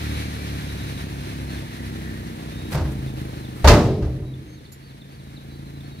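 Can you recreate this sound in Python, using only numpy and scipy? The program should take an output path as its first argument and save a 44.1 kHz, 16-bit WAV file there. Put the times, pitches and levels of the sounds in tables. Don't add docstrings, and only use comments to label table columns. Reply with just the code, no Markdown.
import sys
import numpy as np
from scipy import signal
from scipy.fft import rfft, irfft, next_fast_len
from scipy.io import wavfile
from scipy.ndimage import minimum_filter1d, map_coordinates

SR = 44100
rng = np.random.default_rng(int(sys.argv[2]) if len(sys.argv) > 2 else 0)


def output_pcm(signal):
    pcm = np.clip(np.atleast_2d(signal).T, -1, 1) * 32767
    wavfile.write(sys.argv[1], SR, np.round(pcm).astype(np.int16))


N = 264600


def amp(db):
    return 10 ** (np.asarray(db) / 20)


def unit_rms(x):
    return x / np.sqrt(np.mean(x ** 2) + 1e-20)


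def log_interp(points, hz):
    knots_hz, values = np.transpose(points)
    return np.interp(np.log(hz + 1), np.log(knots_hz + 1), values)


def curve(points):
    return np.interp(np.arange(N) / SR, *np.transpose(points))


def wobble(rate_hz, size=N):
    knots = rng.standard_normal(int(size * rate_hz / SR) + 4)
    return map_coordinates(knots, [np.arange(size) * rate_hz / SR])


def add(track, start_s, sound):
    part = track[..., round(start_s * SR):][..., :sound.shape[-1]]
    part += sound[..., :part.shape[-1]]


def filtered(x, response):
    size = next_fast_len(x.shape[-1] + SR // 5)
    return irfft(rfft(x, size) * response(np.fft.rfftfreq(size, 1 / SR)), size)[..., :x.shape[-1]]


def impulse_response(spectrum, size=8192):
    cepstrum = irfft(np.log(amp(log_interp(spectrum, np.fft.rfftfreq(size, 1 / SR)))))
    cepstrum[1:size // 2] *= 2
    cepstrum[size // 2 + 1:] = 0
    return irfft(np.exp(rfft(cepstrum)))


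def noise(spectrum, coherence, size=N):
    def mid_side_gains(hz):
        angle = np.arccos(np.clip(log_interp(coherence, hz), -1, 1)) / 2
        return amp(log_interp(spectrum, hz)) * [np.cos(angle), np.sin(angle)]
    mid, side = filtered(rng.standard_normal((2, size)), mid_side_gains)
    return unit_rms(np.array([mid + side, mid - side]))


def pulses(cycle, scatter_db):
    at, train = np.flatnonzero(np.diff(np.floor(cycle))), np.zeros(N)
    train[at] = amp(scatter_db * rng.standard_normal(len(at)))
    return train


# freq_hz, level_db
PIPE_SPECTRUM = [(28, -39), (50, -0.5), (72, 1), (105, 1), (140, 6), (170, -6), (200, -1), (225, -0.5),
                 (260, -6.5), (310, -0.5), (370, -13.5), (480, -21), (800, -35), (1600, -49.5)]

def exhaust(cycle, revs):
    second = filtered(pulses(cycle - 0.39, scatter_db=0.5), lambda hz: 1 / (1 + 1j * hz / 200))
    first = pulses(cycle + 0.003 * wobble(20), scatter_db=1.2)
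    puffs = -first - second * amp(-3.5 + 10.5 * revs)
    return unit_rms(signal.fftconvolve(puffs, impulse_response(PIPE_SPECTRUM))[:N])


# time_s, cycle_hz
ENGINE_SPEED = [(0, 37.36), (.35, 36.8), (.52, 35.7), (.86, 35.4), (1.03, 34.6), (1.51, 34.2), (1.67, 33.1),
                (2.05, 32.45), (2.5, 30.7), (2.68, 31), (2.77, 30.7), (3.1, 26.4), (3.4, 25.5),
                (4.15, 26.95), (4.8, 27.2), (5.4, 28), (5.59, 27.8), (6, 28.1)]
# time_s, gain_db
ENGINE_EFFORT = [(0, -1.5), (1.3, -2), (1.58, 0), (1.66, -5.5), (1.75, -4.5), (1.82, -1.5), (2.02, 0),
                 (2.45, -2.5), (3.2, 3.5), (3.55, -2), (4.8, -5.5), (5.18, -2.5), (5.45, 1), (6, 0)]
# freq_hz, density_db
RUMBLE_SPECTRUM = [(25, -15), (60, 3), (150, 2), (330, -4), (550, -12.5), (1000, -15), (2000, -37)]
CLATTER_SPECTRUM = [(300, 2.5), (600, 0), (1040, -1), (1400, -1.5), (1750, 1.5), (2400, -0.5), (3200, -3.5),
                    (4100, -2.5), (4900, -9), (6100, -10), (7300, -16), (9900, -12), (12000, -13),
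                    (14200, -22.5), (15500, -58)]
# freq_hz, coherence
ENGINE_COHERENCE = [(100, .998), (400, 0.97), (900, 0.83), (2000, 0.58), (5000, 0.045), (12000, 0.043)]

def engine(resonance_hz=137, half_width_hz=2.5, left_lead_s=0.00049):
    cycle_hz, effort_db = curve(ENGINE_SPEED), curve(ENGINE_EFFORT)
    cycle = np.cumsum(cycle_hz) / SR + 0.47
    revs = (cycle_hz - cycle_hz.min()) / np.ptp(cycle_hz)
    puffs = exhaust(cycle, revs) * amp(-31.5 + 0.4 * revs + effort_db)
    shake = -np.cos(4 * np.pi * cycle) * amp(-59 + 30 * revs + 2.5 * wobble(8.4))
    detuning = (5 * cycle_hz - resonance_hz) / half_width_hz
    drone = -np.cos(10 * np.pi * cycle) * amp(-45.5 + 2.5 * wobble(14)) / np.hypot(1, detuning)
    throb = np.cos(2 * np.pi * cycle)
    rumble = noise(RUMBLE_SPECTRUM, ENGINE_COHERENCE)
    rumble *= amp(-37 + 1.2 * revs + 0.36 * effort_db + 2 * throb)
    clatter = noise(CLATTER_SPECTRUM, ENGINE_COHERENCE)
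    clatter *= amp(-44 + 8.5 * revs ** 2.56 + 0.28 * throb + 1.23 * wobble(25.09))
    mix = puffs + shake + drone + rumble + clatter
    advance_s = left_lead_s * np.array([[0.5], [-0.5]])
    return filtered(mix, lambda hz: np.exp(2j * np.pi * hz * advance_s))


# centre_hz, width_hz, exciting_cycle_hz, cycle_range_hz, level_db
COVER_BUZZES = [(1640, 170, 34, 0.28, -49), (2340, 100, 36.3, 1.1, -48.5), (2580, 220, 34.45, .35, -57),
                (1860, 370, 32.3, .8, -48), (4200, 170, 37.4, 3, -55), (5150, 70, 36, 1.8, -60.5),
                (6270, 73, 36.3, 2.4, -61)]

def covers():
    out, cycle_hz = np.zeros((2, N)), curve(ENGINE_SPEED)
    for centre_hz, width_hz, exciting_cycle_hz, cycle_range_hz, level_db in COVER_BUZZES:
        white = rng.standard_normal((2, N))
        band = unit_rms(filtered(white, lambda hz: 1 / (1 + (2 * (hz - centre_hz) / width_hz) ** 2)))
        excitation = np.exp(-((cycle_hz - exciting_cycle_hz) / cycle_range_hz) ** 2)
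        out += band * excitation * amp(level_db + 1.9 * wobble(11.9))
    return out


def note(length_s, pitches_hz):
    progress = np.linspace(0, 1, int(length_s * SR))
    bend = np.polyfit(np.linspace(0, 1, len(pitches_hz)), pitches_hz, len(pitches_hz) - 1)
    hz = np.polyval(bend, progress) * (1 + 0.005 * wobble(161)[:len(progress)])
    return np.sqrt(2 * np.abs(np.sin(np.pi * progress))) * np.sin(2 * np.pi * np.cumsum(hz) / SR)


def grove(x, t60_s, wet_db):
    t = np.arange(SR) / SR
    tail = rng.standard_normal((2, SR)) * amp(-60 * t / t60_s) * (1 - np.exp(-t / 0.0087))
    tail /= np.linalg.norm(tail[0])
    return x + amp(wet_db) * signal.fftconvolve(x[None], tail, axes=1)[:, :N]


# start_s, end_s, pitch_hz, level_db
BIRD_FLOCK = (-0.7, 1.0, 3926, -48)
# start_s, length_s, start_hz, level_db
BIRD_CHIRPS = [(.965, 0.023, 4300, -46.5), (3.069, 0.021, 4420, -46), (3.434, 0.03, 4410, -48),
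               (4.326, 0.025, 3987, -45), (4.645, 0.027, 5150, -42.5), (5.007, 0.023, 4380, -37.5),
               (5.353, 0.037, 4900, -39), (5.797, 0.018, 4400, -40.5)]
# start_s, length_s, top_hz, level_db
BIRD_ARCHES = [(1.46, .11, 4270, -54), (4.49, .095, 4400, -53), (4.812, .095, 4500, -52),
               (5.09, .11, 4560, -54), (5.49, .1, 4500, -56)]
# start_s, length_s, start_hz, middle_hz, end_hz, level_db
BIRD_WHISTLES = [(2.5, 0.25, 3620, 3765, 3890, -52), (3.37, 0.083, 4380, 4120, 4050, -57),
                 (4.24, .1, 3810, 3880, 3822, -53), (4.458, 0.12, 6350, 6320, 6310, -56),
                 (5.215, 0.1, 3950, 3900, 3720, -54), (5.528, 0.06, 3920, 4020, 3960, -51),
                 (5.83, 0.06, 4130, 4330, 4330, -51), (5.915, .08, 4300, 4390, 4330, -55)]

def birds(end_hz=3340, drop_s=0.04):
    song = np.zeros(N)
    start_s, end_s, pitch_hz, level_db = BIRD_FLOCK
    for when, pitch, softness in rng.random((14, 3)):
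        glide_hz = pitch_hz * (0.95 + 0.1 * pitch) * np.array([1.02, 1.01, 0.96])
        twitter = amp(level_db - 6 * softness) * note(0.05, glide_hz)
        add(song, start_s + (end_s - start_s) * np.sqrt(when), twitter)
    for start_s, length_s, start_hz, level_db in BIRD_CHIRPS:
        chirp = note(length_s, [start_hz, end_hz + 0.37 * (start_hz - end_hz), end_hz])
        accent = np.exp(-((np.linspace(0, 1, len(chirp)) - 0.58) / 0.24) ** 2)
        add(song, start_s, chirp * amp(level_db - 10 * (1 - accent) + 3.1 * wobble(200, len(chirp))))
    for start_s, length_s, top_hz, level_db in BIRD_ARCHES:
        add(song, start_s, amp(level_db) * note(length_s, [0.96 * top_hz, top_hz, 0.95 * top_hz]))
        drop = note(drop_s, [0.97 * top_hz, 0.85 * top_hz, end_hz])
        add(song, start_s + length_s - drop_s / 2, amp(level_db + 2) * drop)
    for start_s, length_s, *pitches_hz, level_db in BIRD_WHISTLES:
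        add(song, start_s, amp(level_db) * note(length_s, pitches_hz))
    return grove(song, t60_s=0.4, wet_db=-4)


# start_s, level_db, cushion_hz
KNOCK_HITS = [(1.628, -48, 1500), (2.748, -29, 580), (2.795, -33.5, 660), (3.646, -14.5, 1490)]
# pitch_hz, gain_db, t60_s
KNOCK_MODES = [(530, -2, 0.24), (614, 5, 0.13), (732, -10, 0.14), (908, 1.5, 0.17), (1003, -6, 0.083)]

def knocks():
    out, t = np.zeros((2, N)), np.arange(6 * SR // 5) / SR
    for start_s, level_db, cushion_hz in KNOCK_HITS:
        ring = np.zeros(len(t))
        for pitch_hz, gain_db, t60_s in KNOCK_MODES:
            envelope = amp(gain_db - 60 * t / t60_s) / np.hypot(1, (pitch_hz / cushion_hz) ** 2)
            ring += envelope * np.sin(2 * np.pi * (pitch_hz * t + rng.random()))
        add(out, start_s, amp(level_db) * ring * (1 - np.exp(-t / 0.0016)))
    return out


# start_s, length_s, level_db
SPINE_BRUSHES = [(2.69, 0.096, -35.5), (2.893, 0.063, -45), (3.137, 0.14, -52), (3.518, 0.16, -48.5)]
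# freq_hz, density_db
SPINE_SPECTRUM = [(2000, -2), (5000, -19), (10000, -10), (13000, -10), (15500, -19)]
# freq_hz, coherence
BED_COHERENCE = [(60, 0.9), (200, 0.99), (400, 0.92), (700, 0.87), (1300, 0.65), (2400, 0.27), (4400, 0.32),
                 (8000, 0)]

def rustle():
    out = np.zeros((2, N))
    for start_s, length_s, level_db in SPINE_BRUSHES:
        size = int(length_s * SR)
        brush = noise(SPINE_SPECTRUM, BED_COHERENCE, size) * np.hanning(size)
        add(out, start_s, brush * amp(level_db + 2.6 * wobble(324, size)))
    return out


# pitch_hz, gain_db, t60_s
BED_MODES = [(47, 4, 0.17), (64.5, -8, 1.34), (129.6, -9.5, 1.68), (163.7, -10, 0.28), (205.5, -21.5, 1.8),
             (307.4, -14, 1.72), (333.3, -17.5, 1.6), (382, -14, 1.47), (431, -16.5, 1.4), (588, -12, .62),
             (656, -17, .5), (761, -21.5, 0.69), (996, -11.5, 0.23), (1219, -1, 0.082), (1632, -11, 0.27),
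             (2045, -10, .18), (2690, -1, 0.1)]

def boom(t, corner_hz, t60_scale, wander_hz=4.5, flutter_db=2, knot_s=0.03):
    mode_hz, gain_db, t60_s = np.transpose(BED_MODES)[:, :, None]
    strength = amp(gain_db + 2 * rng.standard_normal(mode_hz.shape)) / np.hypot(1, mode_hz / corner_hz)
    knots_s = np.arange(0, t[-1] + knot_s, knot_s)
    drift, flutter = (np.array([np.interp(t, knots_s, row) for row in rows])
                      for rows in rng.standard_normal((2, len(mode_hz), len(knots_s))))
    pitch_hz = mode_hz + wander_hz * np.minimum(mode_hz / 300, 1) * drift
    envelope = strength * amp(flutter_db * flutter - 60 * t / (t60_s * t60_scale))
    modes = envelope * np.sin(2 * np.pi * np.cumsum(pitch_hz, axis=1) / SR)
    return modes.sum(axis=0) * (1 - np.exp(-t / 0.0095))


# freq_hz, density_db
PANEL_SPECTRUM = [(40, -11.5), (100, 3.5), (200, 0), (400, -2.5), (650, -2.5), (1000, -5.5), (1600, -7.5),
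                  (3000, -19.5), (5000, -21.5), (9000, -31), (15000, -37)]
# freq_hz, t60_s
PANEL_DECAY = [(80, 2.47), (350, 1.35), (700, 0.82), (1500, 0.44), (4000, 0.72), (12000, 0.51)]

def clang(t, t60_scale):
    hz, frame_s, bands = signal.stft(noise(PANEL_SPECTRUM, BED_COHERENCE, len(t)), SR, nperseg=256)
    t60_s = t60_scale * log_interp(PANEL_DECAY, hz)[:, None]
    _, ring = signal.istft(bands * amp(-60 * frame_s / t60_s), SR, nperseg=256)
    return ring[:, :len(t)] * (1 - np.exp(-t / 0.0014))


# freq_hz, density_db
HUSK_SPECTRUM = [(300, -30), (900, -1.5), (2000, -7.5), (2700, -2), (3200, -3.5), (4500, -1), (6500, -7.5),
                 (9000, -18), (12000, -19), (15000, -32.5)]

def crunch(snaps_per_s=900, t60_s=0.19):
    size = SR // 4
    t = np.arange(size) / SR
    clicks = rng.standard_normal((2, size)) * (rng.random(size) < snaps_per_s / SR)
    snaps = unit_rms(filtered(clicks, lambda hz: amp(log_interp(HUSK_SPECTRUM, hz))))
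    hiss = noise(HUSK_SPECTRUM, BED_COHERENCE, size)
    envelope = amp(-60 * t / t60_s + 1.6 * wobble(266, size)) * (1 - np.exp(-t / 0.0041))
    return np.sqrt(0.5) * (snaps + hiss) * envelope * amp([[-2], [2]])


# start_s, thump_hz, thump_db, boom_db, clang_db, crunch_db
BUNCH_CONTACTS = [(2.719, 149, -28, -47, -30, -35), (2.743, 135, -10.5, -18.5, -29, -36),
                  (2.772, 166, -21, -22, -32.5, -41), (2.808, 82.6, -8.5, -17, -39, -60),
                  (2.85, 139, -20, -16, -36.5, -58), (3.643, 64, 6, -7.5, -12.5, -29),
                  (3.673, 72, 7.5, -3, -7.5, -6), (3.699, 106, -1.5, -8.5, -16, -27),
                  (3.727, 113, -4, -11.5, -21, -42), (3.846, 122, -7, -18, -35, -52),
                  (3.894, 131.4, -5.5, -23, -37, -60), (4.021, 109, -7, -7, -37, -38.5),
                  (4.057, 75, -3.5, -6, -43.5, -73), (4.14, 122, -14, -19, -50, -74),
                  (4.22, 123, -10, -18, -46.5, -76)]

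def bunch(on_steel_s=3.66, thump_t60_s=0.14, thump_rise_s=0.0064):
    out, t = np.zeros((2, N)), np.arange(6 * SR // 5) / SR
    thump_envelope = amp(-60 * t / thump_t60_s) * (1 - np.exp(-t / thump_rise_s))
    for start_s, thump_hz, thump_db, boom_db, clang_db, crunch_db in BUNCH_CONTACTS:
        corner_hz, t60_scale = (483, 0.62) if start_s < on_steel_s else (2530, 1)
        corner_hz *= amp(min(clang_db - boom_db, 0))
        add(out, start_s, -amp(thump_db) * thump_envelope * np.sin(2 * np.pi * thump_hz * t))
        add(out, start_s, amp(boom_db) * boom(t, corner_hz, t60_scale))
        add(out, start_s, amp(clang_db) * clang(t, t60_scale))
        add(out, start_s, amp(crunch_db) * crunch())
    return out


# centre_hz, width_hz, gain_db
CLINK_MODES = [(4350, 650, -7), (7100, 260, 2), (11130, 240, 2), (13240, 780, -5)]

def clink(start_s=4.718, t60_s=0.096):
    def response(hz):
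        return sum((-1) ** k * amp(gain_db) * 1j * hz * width_hz
                   / (centre_hz ** 2 - hz ** 2 + 1j * hz * width_hz)
                   for k, (centre_hz, width_hz, gain_db) in enumerate(CLINK_MODES))
    out, t = np.zeros((2, N)), np.arange(SR // 4) / SR
    scrape = unit_rms(filtered(rng.standard_normal((2, len(t))), response))
    add(out, start_s, scrape * amp(-26.5 - 60 * t / t60_s) * (1 - np.exp(-t / 0.0083)))
    return out


def scene():
    return engine() + covers() + bunch() + knocks() + rustle() + birds() + clink()


def gain_control(x, threshold_db, max_cut_db, smooth_s, hold_s, recovery_db_per_s):
    window = 2 * int(hold_s * SR / 2) + 1
    peak_db = 20 * np.log10(np.abs(x).max(axis=0) + 1e-9)
    needed_db = np.clip(threshold_db - peak_db, -max_cut_db, 0)
    held_db = minimum_filter1d(needed_db, window, origin=window // 2)
    ramp_db = recovery_db_per_s * np.arange(N) / SR
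    gain_db = np.minimum.accumulate(held_db - ramp_db) + ramp_db
    step = 1 / (smooth_s * SR)
    return x * amp(signal.lfilter([step], [1, step - 1], gain_db))


def record(dry):
    low_hz, top_hz = 38.0, 15700
    x = filtered(dry, lambda hz: hz ** 4 / np.sqrt(hz ** 8 + low_hz ** 8))
    x = gain_control(x, threshold_db=-11.5, max_cut_db=9.5, smooth_s=0.33, hold_s=0.73,
                     recovery_db_per_s=3.5)
    clipped = x / (1 + np.abs(x) ** 8) ** (1 / 8)
    return filtered(clipped, lambda hz: hz < top_hz)


dry = scene()
out = record(dry)
output_pcm(out)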